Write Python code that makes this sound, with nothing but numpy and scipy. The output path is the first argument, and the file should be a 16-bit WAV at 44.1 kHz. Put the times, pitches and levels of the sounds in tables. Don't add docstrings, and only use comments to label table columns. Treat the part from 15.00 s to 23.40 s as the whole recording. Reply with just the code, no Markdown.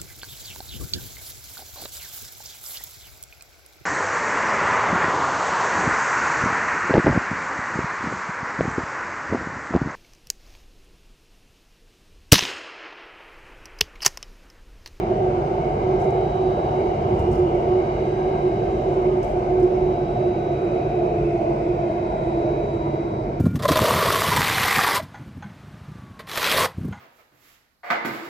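import sys
import numpy as np
from scipy import signal
from scipy.fft import rfft, irfft
from scipy.io import wavfile
from scipy.ndimage import uniform_filter1d

SR = 44100
rng = np.random.default_rng(int(sys.argv[2]) if len(sys.argv) > 2 else 0)


def dump_mix(stems):
    frames = np.atleast_2d(stems).T
    limited = np.clip(frames, -1, 1)
    pcm = np.round(limited * 32767).astype(np.int16)
    wavfile.write(sys.argv[1], SR, pcm)


N = 370440
TIME = np.arange(N) / SR
FRAME, HOP = 4096, 1024
BINS = np.fft.rfftfreq(FRAME, 1 / SR)
FRAME_TIMES = np.arange(N // HOP + 3) * HOP / SR


def amp(db):
    return 10 ** (np.asarray(db) / 20)


def evened(x):
    return x / np.sqrt(np.mean(abs(x) ** 2) + 1e-20)


def read(points, hz):
    f, value = np.transpose(points)
    return np.interp(np.log(hz + 1), np.log(f + 1), value)


def curve(rows, t=TIME):
    s, *columns = np.transpose(rows)
    return [np.interp(t, s, column) for column in columns]


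def swell(s, half_length, t=TIME):
    return np.exp(-((t - s) / half_length) ** 2)


def struck(s, rise, t60):
    age = np.maximum(TIME - s, 0)
    return amp(-60 * age / t60) * (1 - np.exp(-age / rise))


def flutter(width_hz, order=2):
    f = np.fft.fftfreq(N, 1 / SR)
    z = rng.standard_normal(N) + 1j * rng.standard_normal(N)
    lowpass = 1 / np.sqrt(1 + (2 * f / width_hz) ** (2 * order))
    return evened(np.fft.ifft(z * lowpass))


def ringing(modes):
    total = 0
    for hz, width, db in modes:
        carrier = np.exp(2j * np.pi * hz * TIME)
        total = total + amp(db) * (flutter(width) * carrier).real
    return evened(total)


def lifts(modes, hz):
    return sum(db / (1 + (2 * (hz - f) / width) ** 2) for f, width, db in modes)


# (time [s], speed [share of top speed])
TRAIN_SPEED = [(0, .988), (1.8, .995), (3.4, .992), (5, .948), (6, .91), (7, .875), (8.4, .83)]


def by_speed(top_db, slope_db):
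    return amp(top_db + slope_db * np.log10(curve(TRAIN_SPEED)[0]))


# (frequency [Hz], relative level [dB per Hz])
RUMBLE_SPECTRUM = [(15, -36.5), (30, -14.5), (46, 2.5), (56, -0.5), (68, -4), (90, -2), (118, 2),
                   (160, -2.5), (220, -3), (285, -10), (400, -13), (900, -81.5)]
# (level at top speed [dB], slope [dB per tenfold speed])
RUMBLE_GROWTH = (-29.5, 16)


def rumble(apart_db=-22):
    noise = rng.standard_normal((2, N))
    colour = amp(read(RUMBLE_SPECTRUM, np.fft.rfftfreq(N, 1 / SR)))
    shared, apart = irfft(rfft(noise) * colour, N)
    apart = amp(apart_db) * evened(np.gradient(apart))
    return by_speed(*RUMBLE_GROWTH) * (evened(shared) + np.array([apart, -apart]))


# (frequency [Hz], correlation)
PORT_LIKENESS = [(330, 0.9), (400, 0.83), (475, 1.33), (545, 0.35), (580, 0.02), (615, 0.1), (665, 0.5),
                 (700, 0.94), (770, 0.15), (850, .25), (900, 0.56), (1020, 1.09), (1240, 0.74),
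                 (1300, 0.28), (1600, 0.14), (1900, 0.25), (2100, 0.2), (2250, .2), (2700, 0.85),
                 (3300, -0.2), (6000, 0.26), (10000, 0.9)]
# (frequency [Hz], lead [radians])
PORT_LEAD = [(500, 0.34), (590, -0.5), (635, 1.2), (710, 0), (810, 2.5), (930, 2.5), (1050, 2.5), (1380, 3),
             (1480, .1), (2200, 0), (2500, 1.5), (3000, 0.45), (7000, 1.5)]
# (frequency [Hz], difference [dB])
PORT_BALANCE = [(280, 0), (365, -1.5), (500, -3.5), (595, -1), (622, -3.5), (670, 1.5), (750, -1.9),
                (787, 3.5), (830, 0.9), (930, 0), (1100, -1.5), (1230, -4), (1320, -1), (1700, .7),
                (1920, 3.5), (2200, -2), (2850, 2), (3500, 1), (5000, 7), (6500, 7.5), (8500, -1),
                (12000, 1)]


def cab_noise(field_db, patchy_db):
    a, b, c, d, patches = rng.standard_normal((5, len(FRAME_TIMES), len(BINS)))
    patches = uniform_filter1d(patches, size=8, axis=0)
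    patches = evened(uniform_filter1d(patches, size=14, axis=1))
    same = np.clip(read(PORT_LIKENESS, BINS), -1, 1)
    left = a + 1j * b
    right = same * left + np.sqrt(1 - same ** 2) * (c + 1j * d)
    right = right * np.exp(-1j * read(PORT_LEAD, BINS))
    side = amp(read(PORT_BALANCE, BINS) / 2)
    frames = np.array([left * side, right / side]) * amp(field_db + patchy_db * patches)
    sound = signal.istft(frames.swapaxes(1, 2), nperseg=FRAME, noverlap=FRAME - HOP)[1]
    return evened(sound[:, :N])


# (frequency at top speed [Hz], relative level [dB per Hz])
ROAR_SPECTRUM = [(500, 4), (750, -1), (900, -2.5), (1150, -10.5), (1600, -20.5), (2600, -21), (2950, -20.5),
                 (3250, -29.5), (3800, -64)]
# (centre at top speed [Hz], width at top speed [Hz], lift [dB])
SLIDING_BANDS = [(755, 85, 5.5), (856, 19, 2.5), (920, 16, 3.5), (1615, 55, 6.5), (3000, 1100, 1.5)]
# (frequency [Hz], gain [dB])
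CAB_PASSAGE = [(250, -37), (330, 2), (420, -2.5), (525, -4.5), (620, -0.5), (740, -2.5), (1000, -1.5),
               (1500, -2.5), (1830, -6.5), (2170, -2), (2500, -4.5), (2750, -10), (3000, -6)]
# (centre [Hz], width [Hz], lift [dB])
CAB_RESONANCES = [(446, 22, 4), (581, 25, 5.5), (622.5, 24, 5), (704, 51, 5), (915, 40, 1.5),
                  (985, 30, 3.5), (1110, 30, 5), (1230, 40, 2), (2093, 88, 6), (2260, 15, 5),
                  (4950, 200, 0.5)]
# (time [s], half length [s], centre [Hz], width [Hz], lift [dB])
RAIL_SWELLS = [(1.004, 1, 1123, 199.8, 2), (1.249, 0.64, 767, 168, 3.5), (2.2, 0.8, 710, 150, 2),
               (2.301, 0.54, 2870, 110, 9.5), (3.295, .6, 1580, 70, 4), (3.702, .8, 3070, 134.4, 1.5),
               (6.097, 0.76, 2510, 220, 7.5), (5.7, 0.46, 1323, 160, 2.5), (8.2, 0.39, 1300, 248, 1.5),
               (7, 0.57, 1010, 60, 5.5), (6.302, .6, 668, 69.8, 3.5), (7.6, .25, 590, 110, 1),
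               (8.001, 1.1, 951, 130.3, 8)]
# (start [s], time of full change [s], full change [dB], centre [Hz], width [Hz])
TUNNEL_WIDENING = (6.5, 9, -3, 679.5, 331)
# (frequency [Hz], relative level [dB per Hz])
HISS_SPECTRUM = [(1500, -10.5), (3000, 7.5), (4200, 1), (4900, 2), (5300, -1.5), (6000, -2), (7000, -8),
                 (8200, -8.5), (9500, -17), (11000, -41.5), (15000, -54.5)]
# (level at top speed [dB], slope [dB per tenfold speed])
ROAR_GROWTH = (-25, 9.5)
HISS_GROWTH = (-54.5, 34)
# (time [s], gain [dB])
WALL_GAIN = [(0, -0.5), (2.3, 0.03), (3.6, -0.3), (4.5, -0.4), (5.05, -1), (5.7, -0.5), (6.6, 0.1),
             (7.6, 0.6), (8.1, -1), (8.4, -1.5)]


def rolling():
    top_speed_hz = BINS / curve(TRAIN_SPEED, FRAME_TIMES)[0][:, None]
    field = read(ROAR_SPECTRUM, top_speed_hz) + lifts(SLIDING_BANDS, top_speed_hz)
    field = field + read(CAB_PASSAGE, BINS) + lifts(CAB_RESONANCES, BINS)
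    for s, half_length, *resonance in RAIL_SWELLS:
        field = field + swell(s, half_length, FRAME_TIMES[:, None]) * lifts([resonance], BINS)
    start, end, db, hz, width = TUNNEL_WIDENING
    widened = np.interp(FRAME_TIMES, [start, end], [0, 1])[:, None]
    field = field + widened * lifts([(hz, width, db)], BINS)
    roar = by_speed(*ROAR_GROWTH) * cab_noise(field, patchy_db=1.5)
    hiss = by_speed(*HISS_GROWTH) * cab_noise(read(HISS_SPECTRUM, BINS), patchy_db=1.5)
    return amp(curve(WALL_GAIN)[0]) * (roar + hiss)


# (time [s], pitch [Hz], noisy band level [dB], clean note level [dB])
HOWL_COURSE = [(0, 368, -26, -34), (1.4, 371, -28, -36.5), (2.6, 366.3, -27, -36), (3.9, 367.3, -26, -33),
               (5.5, 357.8, -27, -35.5), (6.3, 344.6, -28, -33.5), (7.6, 340.6, -31, -29),
               (8.4, 329.9, -35.5, -43.5)]
# (start [s], length [s], added note level [dB], pitch [Hz])
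RIPPLE_PATCHES = [(0.213, 0.078, -21, 366.5), (0.851, 0.027, -21.5, 372.5), (.886, .033, -19, 372.5),
                  (.936, 0.021, -16, 373.5), (1.065, 0.032, -19.5, 375.8), (1.129, .08, -24.5, 371.6),
                  (1.395, 0.037, -21.5, 370), (1.433, 0.069, -20, 369), (1.787, 0.025, -20, 380.8),
                  (1.85, 0.017, -19, 379.3), (2.107, 0.037, -19, 368.6), (2.265, 0.051, -21, 363.8),
                  (2.381, 0.089, -17.5, 362.8), (2.536, 0.05, -21, 359.5), (2.709, 0.024, -16.5, 367),
                  (2.753, 0.056, -17.5, 367.5), (2.866, 0.086, -25.5, 361.6), (2.999, 0.042, -22.5, 375.7),
                  (3.076, 0.027, -21.5, 362.4), (3.166, 0.025, -24, 371), (3.223, 0.031, -23.5, 363.3),
                  (3.433, 0.054, -19, 367), (3.523, 0.027, -25, 383), (3.863, .03, -24, 372),
                  (3.97, 0.028, -18, 367.6), (4.016, 0.034, -23.5, 365.6), (4.061, 0.036, -19.5, 366),
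                  (4.121, 0.026, -21, 367.6), (4.17, 0.046, -19, 365.5), (4.358, 0.035, -21, 358.8),
                  (4.513, 0.1, -19.5, 367), (4.628, 0.035, -14, 363), (4.662, .19, -22, 366.7),
                  (4.867, 0.055, -18.5, 365.8), (4.978, 0.072, -22.5, 362.7), (5.191, .04, -22.5, 371),
                  (5.26, 0.047, -22, 358), (5.748, 0.026, -22, 365.8), (5.931, .046, -22, 361),
                  (6.02, .05, -20.5, 359), (6.252, 0.036, -21.5, 347), (6.49, 0.023, -23, 344),
                  (6.678, 0.055, -25, 357), (6.809, 0.064, -25, 349.2)]
RIPPLE_EDGE_S = 0.012
# (time [s], half length [s], dip [dB])
SMOOTH_STRETCHES = [(0.45, 0.017, -14), (0.634, 0.016, -14), (0.74, 0.031, -19), (1.973, 0.016, -11),
                    (2.663, 0.0089, -8), (2.982, 0.017, -16), (3.059, 0.012, -7), (3.828, .016, -11),
                    (4.266, 0.056, -8), (4.964, 0.014, -11), (5.082, .012, -5), (5.897, .014, -9),
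                    (6.179, 0.013, -4), (7.174, 0.042, -5.5), (7.62, 0.023, -6)]


def howl(band_hz=48, waver_hz=12, waver=0.22, lean_db=1.75, evenness=0.65, ordered_db=-6,
         octave_db=-39, octave_hz=40):
    hz, band_db, note_db = curve(HOWL_COURSE)
    power, note_hz, ordered = amp(note_db) ** 2, hz, 0
    for start, length, db, patch_hz in RIPPLE_PATCHES:
        inside_s = np.minimum(TIME - start, start + length - TIME)
        on_patch = np.clip(.5 + inside_s / RIPPLE_EDGE_S, 0, 1)
        power = power + amp(db) ** 2 * on_patch
        note_hz = note_hz + (patch_hz - hz) * on_patch
        ordered = ordered + on_patch
    note_phase = 2 * np.pi * np.cumsum(note_hz) / SR + waver * flutter(waver_hz).real
    note = np.sqrt(power) * np.exp(1j * note_phase)
    band = flutter(band_hz, order=3)
    local_power = uniform_filter1d(abs(band) ** 2, size=6000)
    band = evened(band / local_power ** (evenness / 2))
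    carrier = np.exp(2j * np.pi * np.cumsum(hz) / SR)
    wave = note + amp(band_db + ordered_db * ordered) * band * carrier
    dips_db = sum(db * swell(s, half_length) for s, half_length, db in SMOOTH_STRETCHES)
    main = np.sqrt(2) * amp(dips_db) * wave.real * amp([[-lean_db], [lean_db]])
    octave = amp(octave_db) * evened((amp(band_db) * flutter(octave_hz) * carrier ** 2).real)
    return main + octave


# (frequency [Hz], left level [dB], right level [dB])
FAN_AND_CAB_TONES = [(143.4, -36.5, -36), (140.5, -47.5, -48.5), (47.3, -46.5, -47)]
# (frequency [Hz], left level [dB], right level [dB])
INVERTER_SIDEBANDS = [(2400.9, -67, -75), (3728.7, -74, -86), (4016, -78, -82), (4012.7, -83, -84),
                      (7697, -91, -93), (7984, -91, -93)]


def hums():
    out = np.zeros((2, N))
    for hz, left_db, right_db in FAN_AND_CAB_TONES + INVERTER_SIDEBANDS:
        wave = np.exp(2j * np.pi * hz * TIME) * (1 + 0.17 * flutter(2.1))
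        out += amp([[left_db], [right_db]]) * evened(wave.real)
    return out


# (time [s], left level [dB], right level [dB])
WHINE_LEVELS = [(0, -63.5, -64), (.8, -66.5, -65), (1.25, -61.5, -60), (1.6, -58.3, -62), (2.2, -62, -62),
                (3.05, -60.5, -62), (3.55, -64.5, -61.5), (4, -61.5, -61.5), (4.75, -63.5, -59.5),
                (5.6, -59, -61), (6.3, -59.5, -61), (6.8, -64, -62), (7.3, -64.5, -59.5), (7.9, -59.5, -58),
                (8.15, -58, -57), (8.4, -58, -58.5)]


def inverters():
    whine_hz, beat_hz = 3872.1, .497
    second, loudest_s = .7, 1.37
    pair = 1 + second * np.exp(2j * np.pi * beat_hz * (TIME - loudest_s)) + .1 * flutter(14)
    whine = (pair * np.exp(2j * np.pi * whine_hz * TIME)).real
    return amp(curve(WHINE_LEVELS)) * evened(whine)


# (time [s], level [dB])
MOTOR_LEVEL = [(0, -46), (5.7, -46), (6.0, -31), (6.2, -30.5), (6.45, -44), (6.7, -41), (7.1, -46),
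               (7.5, -36), (7.9, -37), (8.4, -46)]


def motor():
    top_hz = 474
    turns = np.cumsum(top_hz * curve(TRAIN_SPEED)[0]) / SR
    wave = np.exp(2j * np.pi * turns) * (1 + 0.17 * flutter(6.8))
    return amp(curve(MOTOR_LEVEL)[0]) * evened(wave.real) * amp([[-1.1], [1.1]])


# (time [s], half length [s], level [dB])
SCRUB_SWELLS = [(0.038, 0.048, -47), (0.66, .065, -47.5), (.82, .06, -48), (1.077, 0.12, -48),
                (1.638, .04, -53), (1.828, .06, -48), (2.003, .05, -52), (2.118, 0.055, -55),
                (2.59, 0.089, -55.5), (2.817, 0.037, -46.5), (2.91, 0.037, -48), (3.017, 0.055, -50),
                (3.35, 0.24, -51.5), (4.063, 0.035, -46.5), (4.245, .05, -48.5), (4.419, 0.11, -53.5),
                (4.61, .04, -52.5), (4.78, .04, -52), (5.712, .04, -63)]
# (frequency [Hz], width [Hz], relative level [dB])
WHEEL_MODES = [(2070, 51, -6), (2190, 54, -0.5), (2350, 70, -5.5)]


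def scrubs():
    envelope = sum(amp(db) * swell(s, half_length) for s, half_length, db in SCRUB_SWELLS)
    return envelope * np.array([ringing(WHEEL_MODES), ringing(WHEEL_MODES)])


# (time [s], level before onset and lean [dB], rise [s], t60 [s])
RATTLE_BURSTS = [(.996, -59, 0.0058, 0.45), (1.105, -70, .008, 0.93), (1.72, -68, .02, .5),
                 (2.06, -66, .03, 0.89), (2.14, -62, .03, 0.42), (2.188, -62, 0.0051, 0.24),
                 (2.312, -54.5, 0.006, 0.42), (3.65, -65, .03, 0.89), (3.92, -67, 0.01, 0.28),
                 (4.226, -55.5, .004, 0.38), (4.295, -68, 0.0031, 0.22), (4.597, -64, .003, 0.2),
                 (4.626, -61, .002, 0.19), (5.64, -62, 0.003, .15), (6.4, -70, 0.0099, 0.33),
                 (6.915, -67, 0.003, 0.14), (7.73, -63, .003, .12)]
# (frequency [Hz], relative level [dB per Hz])
RATTLE_SPECTRUM = [(2000, -24), (4000, -7), (5300, -1), (8500, -2), (10000, -9), (12000, -5), (13500, -17),
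                   (15500, -23)]


def rattles(grain_db=3.5, lean_db=0.5):
    envelope = sum(amp(db) * struck(s, rise, t60) for s, db, rise, t60 in RATTLE_BURSTS)
    contacts = rng.standard_normal((2, N)) * amp(grain_db * flutter(200).real)
    colour = amp(read(RATTLE_SPECTRUM, np.fft.rfftfreq(N, 1 / SR)))
    chatter = irfft(rfft(contacts) * colour, N)
    return envelope * evened(chatter) * amp([[lean_db], [-lean_db]])


# (time [s], level before onset and lean [dB])
LATCH_TICKS = [(.999, -53), (1.005, -55), (1.013, -53), (1.018, -53), (1.042, -53), (1.105, -52),
               (2.19, -50), (2.314, -50), (2.328, -52), (2.355, -53), (2.392, -55), (4.2293, -46),
               (4.599, -54), (4.6265, -51)]
# (frequency [Hz], width [Hz], relative level [dB])
LATCH_MODES = [(5300, 450, 4.5), (6300, 600, 4.5), (7200, 500, -3), (8350, 600, -0.5), (11800, 700, -10)]


def ticks(rise=.0005, t60=0.032, lean_db=2.5):
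    envelope = sum(amp(db) * struck(s, rise, t60) for s, db in LATCH_TICKS)
    ring = np.array([ringing(LATCH_MODES), ringing(LATCH_MODES)])
    return envelope * ring * amp([[lean_db], [-lean_db]])


# (time [s], level before onset [dB])
BOGIE_KNOCKS = [(2.02, -25), (2.1, -22.5), (2.19, -22), (2.28, -24.5), (2.36, -31)]
# (frequency [Hz], width [Hz], relative level [dB])
BODY_MODES = [(51.9, 28, -2.5), (89, 36, 1.5), (114.8, 35, -3), (169.8, 36, -2.5), (235.6, 73, -6)]


def jolt(rise=0.017, t60=0.75):
    power = sum((amp(db) * struck(s, rise, t60)) ** 2 for s, db in BOGIE_KNOCKS)
    return np.sqrt(power) * ringing(BODY_MODES)


# (time [s], half length [s], level before lean [dB])
PANEL_NOTES = [(7.144, .2, -33), (7.648, .12, -41.5), (8.301, 0.1, -41.5)]
# (frequency [Hz], width [Hz], relative level [dB])
PANEL_MODE = [(640, 6, 0)]


def panel():
    envelope = sum(amp(db) * swell(s, half_length) for s, half_length, db in PANEL_NOTES)
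    return envelope * ringing(PANEL_MODE) * amp([[-2], [2]])


def scene():
    running = rumble() + rolling() + howl()
    machines = hums() + inverters() + motor()
    events = scrubs() + rattles() + ticks() + jolt() + panel()
    return running + machines + events


def record(dry):
    lowpass = signal.firwin(511, 15700, window=("kaiser", 9), fs=SR)
    return signal.oaconvolve(dry, lowpass[None], "same")


dry = scene()
out = record(dry)
dump_mix(out)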